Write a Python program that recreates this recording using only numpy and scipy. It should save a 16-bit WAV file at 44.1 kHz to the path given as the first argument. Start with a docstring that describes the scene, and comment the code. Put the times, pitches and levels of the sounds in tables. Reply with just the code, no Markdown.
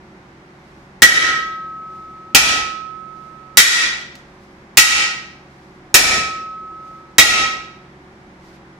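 """A steel sword strikes a target in a bench vise six times, in a hard-walled workshop.
Each blow cracks and sets the steel ringing; one clear note of the blade sings on until it is damped.
A sleeve rustles before each swing, the sword knocks twice in the hand, and a machine hums throughout.
Two microphones stand 12.5 cm apart, far enough off that the room outweighs the direct sound.
They overload on every hit, then their gain control briefly holds the echo level."""
import sys
import numpy as np
from scipy import signal
from scipy.fft import rfft, irfft, next_fast_len
from scipy.io import wavfile
from scipy.ndimage import uniform_filter1d

SR = 44100
rng = np.random.default_rng(int(sys.argv[2]) if len(sys.argv) > 2 else 0)


def persist_wave(psi):
    """Save psi, clipped to +-1, as 16-bit WAV."""
    counts = np.round(np.clip(psi, -1, 1) * 32767).astype(np.int16)
    wavfile.write(sys.argv[1], SR, np.atleast_2d(counts).T)


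N = 387771
TIME = np.arange(N) / SR
TAIL = TIME[:SR * 3 // 2]   # time axis of one blow or echo


def from_db(db):
    """Decibels to gain."""
    return 10 ** (np.asarray(db) / 20)


def rms_one(x):
    """Scale to rms 1."""
    return x / np.sqrt(np.mean(x ** 2) + 1e-20)


def at_hz(points, hz):
    """Read a table on a log-frequency axis."""
    freqs, values = np.transpose(points)
    return np.interp(np.log(np.maximum(hz, 1)), np.log(freqs), values)


def fade(t, t60):
    """Exponential decay, 60 dB down after t60."""
    return np.exp(-np.log(1000) * t / t60)


def add(out, start_s, sound):
    """Mix a sound in at its start time."""
    at = int(start_s * SR)
    out[:, at:at + sound.shape[-1]] += sound[..., :N - at]


def drift(rate_hz):
    """A random wander of rms 1."""
    knots = rng.standard_normal(4000)
    return rms_one(np.interp(TIME * rate_hz, np.arange(len(knots)), knots))


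def causal(gain):
    """The minimum-phase pulse that has this gain at each frequency."""
    cepstrum = irfft(np.log(gain + 1e-9))
    cepstrum[1:len(cepstrum) // 2] *= 2
    cepstrum[len(cepstrum) // 2 + 1:] = 0
    return irfft(np.exp(rfft(cepstrum)))


def diffuse_spectrum(size, mic_spacing_m=0.125):
    """White noise from all sides, as a spectrum with its frequencies; long waves reach both mics alike."""
    hz = np.fft.rfftfreq(size, 1 / SR)
    wavelengths_apart = hz * mic_spacing_m / 343
    alike = np.sinc(2 * wavelengths_apart)
    mid, side = rfft(rng.standard_normal((2, size)))
    return (np.sqrt(1 + alike) * mid + np.sqrt(1 - alike) * side * [[1], [-1]]) / np.sqrt(2), hz


def diffuse_noise(colour):
    """Noise at the microphone pair, shaped by a spectrum table, at rms 1."""
    spectrum, hz = diffuse_spectrum(next_fast_len(N, True))
    return rms_one(irfft(spectrum * from_db(at_hz(colour, hz)))[:, :N])


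# air all round the microphones: (frequency [Hz], relative density [dB])
AIR_SPECTRUM = [(15, -32.5), (25, -6.5), (90, -10), (163, -3), (293, -5.5), (354, -3.5), (462, -13),
                (529, -11), (673, -11.5), (729, -8.5), (2130, -14), (2850, -23.5), (5720, -30),
                (13800, -51), (15000, -76)]
# the machine's hum at the right microphone: (frequency [Hz], rms level [dB])
HUM_LINES = [(70, -59), (138, -55), (184, -55), (208, -58.5), (332, -55.5), (371.2, -54.5), (554.5, -61.5),
             (742.9, -62.5), (926, -70)]
def room_tone(air_db=-45.05, waver_db=1.5, wander_rad=0.91, left_db=-1.0):
    """Rushing air and the unsteady hum of a machine fill the workshop."""
    air = from_db(air_db) * diffuse_noise(AIR_SPECTRUM)
    hum = 0
    for hz, level_db in HUM_LINES:
        tone = np.sin(2 * np.pi * hz * TIME + wander_rad * drift(6.2))
        hum += from_db(level_db) * rms_one(tone * from_db(waver_db * drift(3.9)))
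    return (air + hum) * from_db([[left_db], [0]])


# rubbing cloth, faint at the microphones: (frequency [Hz], relative density [dB])
CLOTH_SPECTRUM = [(800, -13), (2500, 3), (5000, 4.5), (9000, -7), (14500, -14), (16000, -35)]
def sleeve(lead_s=0.31, raise_s=0.44, raise_db=-63.5, flutter_db=2.0, flutter_hz=25):
    """Cloth rubs in a soft swell as the arm goes up for each blow, and as it is lowered at the end."""
    rub = diffuse_noise(CLOTH_SPECTRUM)
    moves = [(blow[0] - lead_s, raise_s, raise_db) for blow in SWORD_BLOWS]
    moves.append((8.49, 0.24, -57.5))   # lowering the sword
    swell = 0
    for peak_s, length_s, level_db in moves:
        swell += from_db(level_db) * np.cos(np.pi * np.clip((TIME - peak_s) / length_s, -.5, .5))
    return rub * swell * from_db(flutter_db * drift(flutter_hz))


# the crack at the point of contact: (frequency [Hz], relative density [dB])
CRACK_SPECTRUM = [(25, -11), (65, -0.5), (105, -8), (260, -5), (500, -7.5), (700, -6.5), (1050, -5.5),
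                  (1500, 1.5), (2400, 0.5), (4500, 1), (7000, 1.5), (8200, -3), (11000, -8), (15500, -7)]
def crack(thud_db, bright_db, thud_hz=500, bright_hz=4500):
    """The contact pulse: the bench takes up the lows, a hard edge adds treble."""
    hz = np.fft.rfftfreq(len(TAIL), 1 / SR)
    plain = rms_one(from_db(at_hz(CRACK_SPECTRUM, hz)))
    bass_db = thud_db / (1 + (hz / thud_hz) ** 2)
    treble_db = bright_db * hz ** 2 / (hz ** 2 + bright_hz ** 2)
    return causal(plain * from_db(bass_db + treble_db))


# blade, target and vise ringing at the bench: (frequency [Hz], relative energy [dB], t60 [s])
STEEL_MODES = [(795, -26, .05), (1406, -14, .14), (1598, -33, 1.1), (1870, -12, .07), (1925, -9, .07),
               (1960, -11, .09), (2170, -20, .05), (2255, -17, .06), (2305, -14, .12), (2415, -16, .08),
               (2500, -20, .06), (2625, -15, .08), (2860, -23, .05), (3136, -17, .12), (3270, -20, .05),
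               (3340, -18, .08), (3745, -20, .2), (3818, -18, .25), (4030, -24, .06), (4172, -21, .2),
               (4470, -22, .05), (4897, -20, .12), (5342, -18, .06), (5462, -18, .08), (5730, -17, .15),
               (6120, -22, .06), (6750, -19, .04), (6860, -21, .15), (9517, -36, .5), (10520, -35, .4)]
def clang(ring_db=-2.0, scatter_db=0.84):
    """Every blow rings the modes of the steel, each at a slightly different strength."""
    out = 0
    for hz, level_db, t60 in STEEL_MODES:
        mode = np.sin(2 * np.pi * (hz * TAIL + rng.random())) * fade(TAIL, t60)
        out += mode / np.linalg.norm(mode) * from_db(level_db + scatter_db * rng.standard_normal())
    return out * from_db(ring_db)


# groups of modes that a blow lifts or mutes, by its place along the edge:
# (centre [Hz], width [Hz], lift at place 0 [dB], lift at place 1 [dB], lift per extra force [dB/dB])
MODE_GROUPS = [(790, 180, -3.5, 4, -0.66), (1598, 50, 5, -6, -0.35), (1916, 160, 7, -1, -0.1),
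               (2435, 390, 0, 7.5, -0.3), (3400, 340, 4.5, -1.6, -0.22)]
def point_of_impact(sound, place, extra_db, overtone_hz, overtone_db, overtone_width_hz=60):
    """Where the edge lands favours one overtone; place and force shift whole groups of modes."""
    hz = np.fft.rfftfreq(len(sound), 1 / SR)
    lift_db = overtone_db * np.exp(-((hz - overtone_hz) / overtone_width_hz) ** 2)
    for centre, width, first_db, last_db, per_force in MODE_GROUPS:
        group_db = first_db + (last_db - first_db) * place + per_force * extra_db
        lift_db += group_db * np.exp(-((hz - centre) / width) ** 2)
    return irfft(rfft(sound) * rfft(causal(from_db(lift_db))))


# the echo off the hard walls: (frequency [Hz], t60 [s])
ECHO_DECAY = [(60, 0.62), (250, 0.85), (1000, 0.65), (2500, 0.63), (5000, 0.58), (8000, 0.46),
              (11000, 0.38), (16000, 0.1)]
# its balance at the microphones: (frequency [Hz], left over right [dB])
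ECHO_BALANCE = [(600, 0.8), (1300, -1.5), (2300, -1.2), (4400, 0), (8100, 4), (14000, 10.5)]
def workshop(sound, direct_db=18.0, early_db=6.0, early_t60=0.056):
    """Direct sound and bench echoes reach both microphones alike; the diffuse tail dulls as it dies."""
    noise = irfft(diffuse_spectrum(len(TAIL))[0], len(TAIL))
    hz, t, cells = signal.stft(noise, SR, nperseg=256)
    decay = fade(t, at_hz(ECHO_DECAY, hz)[:, None])
    sides = from_db(at_hz(ECHO_BALANCE, hz) * [[1], [-1]] / 2)
    tail = signal.istft(cells * decay * sides[..., None], SR)[1]
    early = from_db(early_db) * rng.standard_normal(len(TAIL)) * fade(TAIL, early_t60)
    early[0] += from_db(direct_db)
    return signal.fftconvolve(early + tail[:, :len(TAIL)], sound[None], axes=1)


# blows at the vise: (time [s], force [dB], brightness [dB], place on the edge [0-1], overtone [Hz],
# overtone lift [dB], clear note's level [dB], its left over right [dB], its free ringing [s])
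SWORD_BLOWS = [(1.0205, 9, -4, 0.03, 3360, 3.5, -16.5, 0.5, 1.3),
               (2.3478, 2.5, 0, 0.65, 5760, 6, -23, -12, 2.6),
               (3.5712, 9.5, 3.8, 0.45, 3790, 4, -19.5, 4.5, 0.06),
               (4.7720, 9.5, 1.9, 0.6, 6820, 2, -11.5, -4, 0.038),
               (5.9422, 4.5, 4, 0.73, 5430, 9, -19, -2, 1.024),
               (7.1828, 8.5, -3.7, 0.84, 3770, 5.5, -16.5, -5, 0.27)]
def sword_blows(usual_force_db=7.5, usual_thud_db=-5, thud_per_force=-0.9):
    """Each blow cracks and clangs into the room; a harder one has a smaller share of bench thud."""
    out = np.zeros((2, N))
    for start_s, force_db, bright_db, place, overtone_hz, overtone_db, *_ in SWORD_BLOWS:
        extra_db = force_db - usual_force_db
        contact = crack(usual_thud_db + thud_per_force * extra_db, bright_db)
        blow = point_of_impact(contact + clang(), place, extra_db, overtone_hz, overtone_db)
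        add(out, start_s, workshop(from_db(force_db) * blow))
    return out


def blade_note(hz=1289.3, build_s=0.0033, bloom_db=3, bloom_t60=0.91, free_t60=3.63,
               damped_t60=0.69, choke_t60=0.05, left_lag_rad=0.45, waver_db=0.37, waver_hz=2.8):
    """The clear note blooms, wavers as the sword moves, and rings until damped or choked by a blow."""
    out = np.zeros((2, N))
    ends = [blow[0] for blow in SWORD_BLOWS[1:]] + [N / SR]
    for (start, *_, level_db, pan_db, free_s), end in zip(SWORD_BLOWS, ends):
        t = TIME[:int((end - start + choke_t60) * SR)]
        tone = np.sin(2 * np.pi * hz * t - np.array([[left_lag_rad], [0]]))
        free_time = np.minimum(t, free_s)
        ringing = fade(free_time, free_t60) + from_db(bloom_db) * fade(free_time, bloom_t60)
        damping = fade(t - free_time, damped_t60)
        choke = fade(np.maximum(t - (end - start), 0), choke_t60)
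        envelope = (1 - np.exp(-t / build_s)) * ringing * damping * choke
        add(out, start, tone * envelope * from_db(level_db + np.array([[pan_db], [-pan_db]]) / 2))
    return out * from_db(waver_db * np.array([drift(waver_hz), drift(waver_hz)]))


# light knocks between swings, before the room adds its echo: (time [s], level [dB])
HAND_KNOCKS = [(4.01, -52), (4.154, -47.5)]
def hand_knocks():
    """The sword knocks dully in the hand and the workshop answers."""
    out = np.zeros((2, N))
    knock = crack(thud_db=-0.5, bright_db=-14, bright_hz=9230)
    for start_s, level_db in HAND_KNOCKS:
        add(out, start_s, from_db(level_db) * workshop(knock, early_db=14, early_t60=0.032))
    return out


def scene():
    """The workshop as it reaches the microphone pair."""
    return room_tone() + sleeve() + sword_blows() + blade_note() + hand_knocks()


def gain_control(x, hold_db=-11.5, attack_s=0.035, release_s=0.027, hop=44):
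    """The gain is pulled down, a little late, while the level stands above the held level."""
    power = uniform_filter1d(np.mean(x ** 2, axis=0), 8 * hop, origin=4 * hop - 1)[::hop]
    excess_db = np.maximum(10 * np.log10(np.abs(power) + 1e-12) - hold_db, 0)
    cut_db, cuts = 0., []
    for wanted_db in excess_db:
        lag_s = attack_s if wanted_db > cut_db else release_s
        cut_db += (wanted_db - cut_db) * hop / SR / lag_s
        cuts.append(cut_db)
    return x * from_db(-np.interp(TIME, TIME[::hop], cuts))


def record(dry, cutoff_hz=15700):
    """The microphone chain: gain control, hard overload, then a steep low-pass."""
    clipped = np.clip(gain_control(dry), -1, 1)
    lowpass = signal.ellip(10, .1, 70, cutoff_hz, fs=SR, output="sos")
    return signal.sosfilt(lowpass, clipped)


dry = scene()
out = record(dry)
persist_wave(out)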